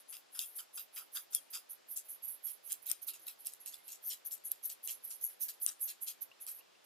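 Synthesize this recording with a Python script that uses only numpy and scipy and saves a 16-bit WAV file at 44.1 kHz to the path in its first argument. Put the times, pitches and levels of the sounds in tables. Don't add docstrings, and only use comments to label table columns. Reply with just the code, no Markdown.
import sys
import numpy as np
from scipy import signal
from scipy.io import wavfile

SR = 44100
rng = np.random.default_rng(int(sys.argv[2]) if len(sys.argv) > 2 else 0)


def unload_audio(sound):
    columns = np.transpose(np.atleast_2d(sound))
    steps = np.round(np.clip(columns, -1, 1) * 32767)
    wavfile.write(sys.argv[1], SR, steps.astype(np.int16))


def invert_db(level):
    return 10 ** (np.asarray(level, dtype=float) / 20)


N = 302085
SLOW_STEP = 40
LEFT_RIGHT = np.array([[1], [-1]])


def rms_one(x):
    return x / np.sqrt(np.mean(x ** 2) + 1e-20)


def at_hz(points, hz):
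    curve_hz, value = np.transpose(points)
    return np.interp(np.log(hz), np.log(curve_hz), value)


def pan(left_right_db):
    return invert_db(LEFT_RIGHT * left_right_db / 2)


def drift(rate_hz):
    r = np.exp(-2 * SLOW_STEP * np.pi * rate_hz / SR)
    noise = rng.standard_normal(N // SLOW_STEP + 1001)
    return rms_one(signal.lfilter([1], [1, -2 * r, r * r], noise)[1000:])


def full_rate(slow):
    return np.repeat(slow, SLOW_STEP, axis=-1)[..., :N]


def strokes(rows, extra_db, edge):
    power = np.zeros(N)
    for row, more_db in zip(rows, extra_db + np.zeros(len(rows))):
        start_s, level_db, rise_ms, fall_ms = row[:4]
        first, last = max(0, round((start_s - .15) * SR)), min(N, round((start_s + .2) * SR))
        i = np.arange(first, last)
        late_ms = 1000 * (i / SR - start_s)
        span_ms = np.where(late_ms < 0, max(rise_ms, 1), max(fall_ms, 1))
        shape = np.exp(-(np.abs(late_ms) / span_ms) ** np.where(late_ms < 0, edge, 1.4))
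        power[i] += (invert_db(level_db + more_db) * shape) ** 2
    return np.sqrt(power)


def grit(per_s, spread_db):
    sizes = invert_db(spread_db * np.minimum(rng.exponential(1, N), 4)) * rng.choice([-1, 1], N)
    return rms_one(sizes * (rng.random(N) < per_s / SR))


def two_ports(per_s, spread_db, unlike):
    shared = np.sqrt(1 - unlike) * grit(per_s, spread_db)
    opposed = np.sqrt(unlike) * grit(per_s, spread_db) * LEFT_RIGHT
    return shared + opposed


# time_s, dryness [0-1]
DRYNESS = [(0, 0.73), (1.5, 0.68), (2.1, 0.36), (3.6, 0), (4.2, 0.1), (6.85, 0.08)]


def cup(force, modes, wander_db):
    out, power = np.zeros((2, N)), 0
    slow_s = np.arange(N // SLOW_STEP + 1) * SLOW_STEP / SR
    dry = np.interp(slow_s, *np.transpose(DRYNESS))
    for k, (hz, width_hz, level_db, lag_rad, dry_db) in enumerate(modes):
        grip_db = wander_db * drift(9.15) + dry_db * dry
        facing_db = 0.69 * wander_db * drift(6.6) * LEFT_RIGHT
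        left, right = force * full_rate(invert_db(level_db + grip_db + facing_db)) + 1e-18
        r, w = np.exp(-np.pi * width_hz / SR), 2 * np.pi * hz / SR
        zeros = (-1) ** k * (1 - r * r) / 2 * np.array([1, 0, -1])
        poles = [1, -2 * r * np.cos(w), r * r]
        late = np.sin(lag_rad) / np.sin(w)
        lag_taps = [np.cos(lag_rad) - late * np.cos(w), late]
        out[0] += signal.lfilter(zeros, poles, left)
        out[1] += signal.lfilter(np.convolve(zeros, lag_taps), poles, right)
        power += invert_db(level_db) ** 2 * np.pi * width_hz / SR
    return out / np.sqrt(power) * invert_db(-.13 * wander_db ** 2)


# pitch_hz, density_db_per_hz
HISS = [(24, -85), (40, -45.5), (354, -9.5), (570, -8.5), (733, -10), (2100, -16), (2260, -16), (2700, -6),
        (2980, -15), (4680, -17), (16000, -33)]
# pitch_hz, correlation [-1 to 1]
LIKENESS = [(60, -0.36), (150, -0.54), (380, -0.71), (950, -0.27), (2380, 0.38), (5980, 0.29),
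            (15000, 0.0019)]


def room_hiss():
    hiss_db, hum_db, hum_hz = -66, -107.5, 120
    hiss = 0
    edges_hz = 30 * 2 ** np.arange(0, 9.6, .5)
    white = rng.standard_normal((2, 2, N))
    for k, (low_hz, high_hz) in enumerate(zip(edges_hz, edges_hz[1:])):
        band_hz = [low_hz, min(high_hz, .45 * SR)]
        mid, side = signal.sosfilt(signal.butter(2, band_hz, "band", fs=SR, output="sos"), white[k % 2])
        hz = np.sqrt(low_hz * high_hz)
        alike = np.clip(at_hz(LIKENESS, hz), -1, 1)
        sway_db = 2.25 * drift(5.8) * np.clip(200 / hz, .2, 1)
        band = np.sqrt(1 + alike) * mid + np.sqrt(1 - alike) * side * LEFT_RIGHT
        hiss = hiss + full_rate(invert_db(at_hz(HISS, hz) + sway_db)) * band
    hum_level = full_rate(invert_db(hum_db + 5.9 * drift(8.8)))
    hum = hum_level * np.sqrt(2) * np.sin(2 * np.pi * hum_hz * np.arange(N) / SR)
    return invert_db(hiss_db) * rms_one(hiss) + hum


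def room(x):
    t60_s, level_db, first_echo_s = 0.31, -21.5, .004
    t = np.arange(SR // 3) / SR
    tail = rng.standard_normal((2, len(t))) * invert_db(-60 * t / t60_s) * (t > first_echo_s)
    tail = tail / np.sqrt(np.sum(tail ** 2, axis=1, keepdims=True))
    return invert_db(level_db) * signal.fftconvolve(x, tail, axes=1)[:, :N]


# start_s, peak_db, pitch_hz
DRIPS = [
    (6.315, -49.5, 2730),
    (6.323, -71, 2750),
    (6.393, -63, 2540),
    (6.5755, -67, 2850),
    (6.5925, -61, 2560),
    (6.609, -56, 2750),
    (6.661, -68, 2600),
    (6.752, -61, 2670),
    (6.80, -76, 2750),
]


def drips():
    out, t = np.zeros(N), np.arange(900) / SR
    swell = np.minimum(t / 0.00056, 1)
    knock = invert_db(-15.0) * np.sin(2 * np.pi * 1080 * t) * np.exp(-t / 0.012)
    for start_s, peak_db, pitch_hz in DRIPS:
        i = round(start_s * SR)
        bubble = np.sin(2 * np.pi * pitch_hz * t * (1 + 3 * t)) * np.exp(-t / 0.0058)
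        out[i:i + 900] += invert_db(peak_db) * swell * (bubble + knock)
    return out


# start_s, peak_db, left_right_db
SNAPS = [(1.1484, -35, -1.0), (1.1563, -29, 2), (1.333, -27, 1.0), (1.3574, -30, 1.0), (2.7033, -32, 3),
         (2.8944, -32, 2.5), (2.9204, -33, -2), (3.078, -26, -8), (3.4678, -23, 1), (3.922, -29, 4),
         (4.0974, -34, -2), (4.106, -42, 1.0), (4.1275, -33, -3), (4.136, -22.5, 0), (4.3116, -26, 0.0),
         (4.5169, -20, -2.0), (4.7007, -28, 13), (4.895, -26, -1.0), (5.1087, -41, -7), (5.4223, -35, -2.5),
         (5.6634, -30, -6), (5.8884, -32, -0.5), (6.4734, -36, -1.5)]


def snaps():
    decay_s, trim_db = 0.00024, -7
    out = np.zeros((2, N))
    cracks = rng.standard_normal((len(SNAPS), 100)) * np.exp(-np.arange(100) / (decay_s * SR))
    for (start_s, peak_db, left_right_db), crack in zip(SNAPS, cracks):
        i = round(start_s * SR)
        out[:, i:i + 100] += invert_db(peak_db + trim_db) * pan(left_right_db) * crack / np.abs(crack).max()
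    return signal.sosfilt(signal.butter(2, 3500, "high", fs=SR, output="sos"), out)


# start_s, length_ms, level_db, pitch_hz
SINGS = [(0.391, 5, -35, 3590), (0.59, 15.3, -53.5, 3144), (1.165, 17, -54.5, 4900), (1.355, 32, -54, 3410),
         (1.345, 30, -54, 5180), (1.553, 12, -45, 4910), (1.556, 12, -56, 3390), (2.862, 20, -61, 4200),
         (2.882, 15, -50, 3850), (2.898, 19, -51, 5350), (3.084, 13, -56, 3800), (3.28, 9.2, -54, 3890),
         (3.28, 10, -53, 2640), (3.671, 15, -66, 4020), (3.737, 10, -52, 3490), (3.77, 54, -76, 2190),
         (3.884, 40, -69, 2750), (4.1, 25, -51, 5670), (4.101, 27, -58, 3030), (4.874, 16, -59.5, 2810),
         (5.41, 45, -57, 6300), (5.484, 11, -56, 4170), (5.53, 25, -65, 11570), (5.6, 20, -59, 11800),
         (5.686, 8.3, -44, 5700), (5.834, 19, -59, 6480), (5.89, 18, -58, 5450), (4.248, 4, -66, 11500),
         (4.437, 20, -58, 11500), (4.634, 14, -64, 11100), (2.86, 38, -52, 11600), (5.237, 18, -34, 11600),
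         (5.812, 45, -46.5, 11870), (5.615, 36, -49, 11700), (4.94, 56, -68, 11550),
         (5.036, 18, -52.5, 11500), (3.08, 56, -75, 392), (3.189, 38, -73, 337)]


def wall_song():
    width_share, sag_per_s, left_right_db = 0.042, 1.24, 6.5
    out, t = np.zeros(N), np.arange(4000) / SR
    noises = rng.standard_normal((len(SINGS), 2, 4000))
    for (start_s, length_ms, level_db, pitch_hz), noise in zip(SINGS, noises):
        r = np.exp(-np.pi * width_share * pitch_hz / SR)
        sway = rms_one(signal.lfilter([1], [1, -2 * r, r * r], noise))
        phase = 2 * np.pi * pitch_hz * t * (1 - sag_per_s * t / 2)
        tone = sway[0] * np.cos(phase) + sway[1] * np.sin(phase)
        shape = np.minimum(t / .002, 1) * np.exp(-(1000 * t / max(length_ms, 2)) ** 3)
        i = round(start_s * SR)
        out[i:i + 4000] += invert_db(level_db) * shape * tone
    out = signal.sosfilt(signal.butter(4, 220, "high", fs=SR, output="sos"), out)
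    return out * pan(left_right_db)


# start_s, peak_db, low_wall_share_db, left_right_db
KNOCKS = [(0.3912, -28, 3, 1), (0.397, -51, -6, 0), (1.1708, -36, 5, 4), (1.349, -31, -25, 13),
          (1.5422, -40, -23, -3), (1.5539, -39, 1, 12), (1.9735, -34, -9, 6), (2.7213, -23.5, -22, 7),
          (2.7273, -28, -7, -3), (2.8990, -29.5, -15, -1), (2.9148, -25, -12, 16), (3.088, -27, -15, 4),
          (3.282, -34, -10, -11), (3.47, -26, -17, -7), (4.5172, -23.5, -43, -5), (5.0984, -54, -24, 12),
          (5.4888, -37, -9, 23), (5.6635, -33.5, -3.5, 13.5)]
# start_s, peak_db
MORE_KNOCKS = [(0.1254, -48.5), (0.1676, -39.5), (0.347, -56), (0.9613, -41), (1.324, -44), (1.339, -56),
               (1.529, -44), (3.268, -40), (3.448, -40.5), (3.536, -41), (3.6606, -37.5), (3.742, -36.5),
               (3.8803, -39.5), (4.875, -32.5), (5.3036, -53), (5.616, -47), (5.687, -40), (5.797, -49),
               (5.8781, -41), (6.0649, -48), (6.466, -37), (6.8446, -62)]


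def hits():
    shared_low_db, shared_left_right_db = -5, 1.5
    more_knocks = [(start_s, peak_db, shared_low_db, shared_left_right_db) for start_s, peak_db in MORE_KNOCKS]
    return sorted(KNOCKS + more_knocks)


# pitch_hz, width_hz, level_db, right_port_lag_rad, dry_cup_change_db
WALL_LOW = [(2580, 390, -5, 0.66, -0.5), (2750, 95, -0.5, 0.099, 3.5), (3106, 390, -1.5, 0.08, 0),
            (3417, 384, -2.5, 0.12, 6), (3890, 210, 2.5, 0.063, -8.5), (4140, 270, 3, 0.62, -20),
            (4864, 340, 0, 0.95, 4), (5104, 173, 1, 1, 5)]
WALL_MID = [(5560, 330, -1.8, 0.043, -7), (6435, 310, -1.2, 1.47, 0.5), (7010, 260, 0.49, 1.1, -1.5),
            (7650, 420, 0.27, 1.64, 2), (8200, 580, 2.2, 1.4, -6)]
WALL_HIGH = [(9400, 1630, 0.3, 1.7, 0.08), (10760, 470, -6, 0.59, .1), (11430, 600, -3.7, 2.6, 0.11),
             (12930, 1400, -1.5, 1, 0.066)]


def collar_ticks():
    events = hits()
    high, low = np.zeros((2, 2, N + 200))
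    rattle = rng.standard_normal((len(events), 200)) * np.exp(-np.arange(200) / (.0009 * SR))
    for (start_s, peak_db, low_db, left_right_db), burst in zip(events, rattle):
        i = round(start_s * SR)
        force = invert_db(peak_db) * pan(left_right_db) * burst
        high[:, i:i + 200] += force
        low[:, i:i + 200] += force * invert_db(low_db)
    bright = invert_db(3.0) * cup(high[:, :N], WALL_HIGH + TOP[2:4], wander_db=7.5)
    return bright + cup(low[:, :N], WALL_LOW[1:] + WALL_MID, wander_db=3.5)


# start_s, level_db, rise_ms, air_share_db, upper_wall_share_db
DRY_SCRAPES = [
    (0.404, -38.5, 5.7, -27, -1),
    (0.587, -47, 2.6, -13, -1.5),
    (0.781, -46, 8.7, -14.5, -3.3),
    (0.973, -45, 10.6, -16.5, -3.5),
    (1.165, -46, 15.4, -15, -1),
    (1.351, -43, 23.6, -22, -0.2),
    (1.549, -41.5, 16.8, -22.5, -1.5),
    (1.967, -44.5, 7.2, -36, 1),
]
SCRAPES = [(2.714, -44.5, 17, -23.5, -1), (2.914, -46, 22, -17.5, -2), (3.09, -47.5, 12, -17, -5.5),
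           (3.137, -48.5, 3.4, -25, -1), (3.28, -47.5, 6.2, -21, -2), (3.469, -49.5, 11.3, -26, -1.9),
           (3.67, -46, 7.3, -37, -0.8), (3.896, -51.5, 14, -45, -1), (3.926, -48.5, 10, -45, 2),
           (4.117, -43.5, 18.5, -29, -1.2), (4.701, -45.5, 7.9, -32.5, -1), (4.895, -42, 16, -29, -1.5),
           (5.109, -46.5, 7.9, -32, -0.2), (5.431, -50.5, 11, -43, 2.5), (5.489, -43.5, 6.7, -23.5, -0.5),
           (5.68, -41, 9, -19.5, -0.5), (5.894, -45.5, 18, -23.5, -1.1), (6.083, -41, 15, -27.5, -1.5),
           (6.482, -48.5, 12, -23.5, -1.2)]
# start_s, level_db, air_share_db
GRAZES = [
    (0.136, -50.5, -19),
    (0.36, -51.5, -9),
    (2.479, -53, -29),
    (2.869, -52.5, -24),
    (3.53, -61, -40),
    (3.733, -52, -26),
    (4.326, -49, -58),
    (4.519, -58, -25),
    (5.305, -64, -11),
]


def drags():
    scrape_fall_ms, graze_rise_ms, graze_fall_ms = 30.8, 13, 35.6
    rows = []
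    for start_s, level_db, rise_ms, air_db, high_db in DRY_SCRAPES + SCRAPES:
        rows.append((start_s, level_db, rise_ms, scrape_fall_ms, air_db, high_db))
    for start_s, level_db, air_db in GRAZES:
        high_db = -4.5 - .11 * air_db
        rows.append((start_s, level_db, graze_rise_ms, graze_fall_ms, air_db, high_db))
    return np.array(rows)


# pitch_hz, width_hz, level_db, right_port_lag_rad, dry_cup_change_db
CUP_AIR = [(1319, 186, -2, 0.056, 5.5), (1686, 330, -3, 0.81, -3)]


def collar_scrape():
    edge = 4.5
    rows = drags()
    air_db, high_db = rows[:, 4:].T
    low_db = 10 * np.log10(np.clip(1 - invert_db(high_db) ** 2, .05, 1))
    slips = two_ports(2400, spread_db=2.5, unlike=.12) * pan(1.4)
    low = cup(slips * strokes(rows, low_db, edge), WALL_LOW, wander_db=2.5)
    high = cup(slips * strokes(rows, high_db, edge), WALL_MID + WALL_HIGH, wander_db=3.2)
    air = cup(slips * strokes(rows, air_db, edge), CUP_AIR, wander_db=4)
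    return invert_db(0.45) * low + invert_db(2.0) * high + invert_db(1.5) * air


# start_s, level_db, fall_ms, top_share_db
SWEEPS = [(0.11, -46, 33, -11), (0.369, -43, 56, -12), (0.577, -39.5, 31.5, -8), (0.759, -40, 28.6, -7),
          (0.972, -43.5, 45, -2.5), (1.16, -42, 41, -4), (1.714, -38, 25, -12), (1.915, -40, 36, -5),
          (2.111, -37, 31.5, -11), (2.302, -40, 41, -7), (2.472, -35, 41.6, -8.5), (2.685, -47.5, 56, -5),
          (3.029, -42.5, 16.7, -6), (3.084, -34, 20, -10), (3.285, -44, 30, 0), (3.467, -34.5, 16.4, -8.5),
          (3.674, -42, 24, -7), (4.073, -39.5, 48, 3), (4.264, -35, 18.6, -11), (4.465, -36, 24.6, -19),
          (4.653, -33, 27, -10), (4.85, -38, 25, -6), (5.051, -40.5, 12, -10), (5.244, -33, 42, -8.5),
          (5.429, -31.5, 29.5, -4.5), (5.633, -35, 28, -1), (5.837, -35, 39, -5), (6.032, -39, 26.4, -6),
          (6.225, -40, 19.3, -10), (6.422, -40, 24, -13)]
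# start_s, level_db, rise_ms, top_share_db
CLIMBS = [(0.163, -53.5, 46, 0), (2.068, -53.5, 25, 2), (2.253, -44.5, 26, -10), (2.896, -38, 17, -6),
          (3.423, -51.5, 34, -10), (3.624, -49, 23, -34), (3.898, -52, 59, -15), (4.133, -41, 12, -1),
          (4.336, -44.5, 31, -6), (4.724, -43, 15, 0), (5.126, -44.5, 76, -11), (5.336, -56, 21, -27),
          (5.903, -39, 17, -8), (6.1, -42, 27, -4), (6.49, -43.5, 22, 0), (6.559, -49.5, 43, -8)]
# start_s, level_db, fall_ms, top_share_db
FLICKS = [(0.001, -52, 22, -13), (0.395, -43, 100, -1), (0.792, -43, 31, 4), (1.308, -54, 18, -2),
          (1.35, -31.5, 16, -9), (1.504, -48, 60, 0), (1.545, -37, 30, -9), (1.966, -38.5, 23, -15),
          (2.723, -38.5, 16, -4), (2.823, -53, 23, -2.5), (2.865, -41.5, 14, -3), (2.918, -41, 9.8, 2),
          (3.196, -52, 15, -11), (3.219, -48, 34, -16), (3.785, -54.5, 25, -13), (4.516, -39.5, 10, 0),
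          (4.906, -36, 35, -13), (5.488, -40.5, 15, 1), (5.538, -59, 38, -22), (5.687, -44, 7.8, 0),
          (6.514, -44, 15, -13), (6.59, -49, 8.8, -23), (6.846, -57, 8, -14)]
# time_s, left_right_db
TILT = [(0, 4.5), (0.8, -1), (1.6, -2.5), (2.0, -2.5), (2.4, -8.5), (2.9, -10.5), (3.3, 0), (3.7, -6),
        (4.1, -1), (4.9, -2), (5.4, -5.5), (6.0, -1.5), (6.85, -6)]


def swishes():
    rows = []
    for start_s, level_db, fall_ms, top_db in SWEEPS:
        rows.append((start_s, level_db, 0.72 * fall_ms, fall_ms, top_db, 0))
    for start_s, level_db, rise_ms, top_db in CLIMBS:
        rows.append((start_s, level_db, rise_ms, 0.68 * rise_ms, top_db, 0.5))
    flick_rise_ms = 4.1
    for start_s, level_db, fall_ms, top_db in FLICKS:
        rows.append((start_s, level_db, flick_rise_ms, fall_ms, top_db, 0.5))
    rows = np.array(rows)
    rows[:, 5] += np.interp(rows[:, 0], *np.transpose(TILT))
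    return rows


# pitch_hz, width_hz, level_db, right_port_lag_rad, dry_cup_change_db
BOTTOM = [(6410, 460, -19.5, 0.55, -0.5), (8830, 460, -27.5, 1.1, 3), (10330, 310, -9, 0.91, 5),
          (10810, 265, -3.5, 1.33, 7), (11253, 167, 2.5, 0.19, -1.5), (11390, 190, 5, 1.06, -5.5),
          (11830, 340, 3.5, 1.64, -7.5), (11736, 310, -6, 1.7, 3)]
TOP = [(13080, 330, 1.5, 0.34, 1.2), (13100, 630, -10.5, 2.27, 1.9), (13740, 610, -3, 1.8, 0.086),
       (14470, 390, -0.5, 1.8, 0.093), (15300, 500, -2.5, 0.42, 0.13), (15600, 960, -18.5, 0.72, .1)]


def bristles():
    top_lag_s = 0.003
    rows = swishes()
    top_db, pan_db = rows[:, 4:].T
    top_db = np.minimum(top_db, -2)
    later = rows + [top_lag_s, 0, 0, 0, 0, 0]
    slips = two_ports(10000, spread_db=4.0, unlike=.15)
    push = np.array([strokes(rows, side * pan_db / 2, edge=3.2) for side in (1, -1)])
    top_push = np.array([strokes(later, top_db + side * pan_db / 2, edge=2.0) for side in (1, -1)])
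    firmness = (push / invert_db(-40.0)) ** 0.053
    main = cup(slips * push, BOTTOM, wander_db=3.2)
    top = cup(slips * top_push * firmness, TOP, wander_db=3.2)
    return invert_db(-0.9) * main + invert_db(-1.8) * top


def scene():
    brush = drips() + snaps() + wall_song() + collar_ticks() + collar_scrape() + bristles()
    return brush + room(brush) + room_hiss()


def top_cut(x):
    return signal.sosfilt(signal.butter(12, 15450, fs=SR, output="sos"), x)


def record(dry):
    top_hz = 15700
    rounded = .4 * np.tanh(dry / .4)
    low_pass = signal.cheby2(10, 50, top_hz * 1.04, fs=SR, output="sos")
    mix = signal.sosfilt(low_pass, rounded)
    return top_cut(mix)


dry = scene()
out = record(dry)
unload_audio(out)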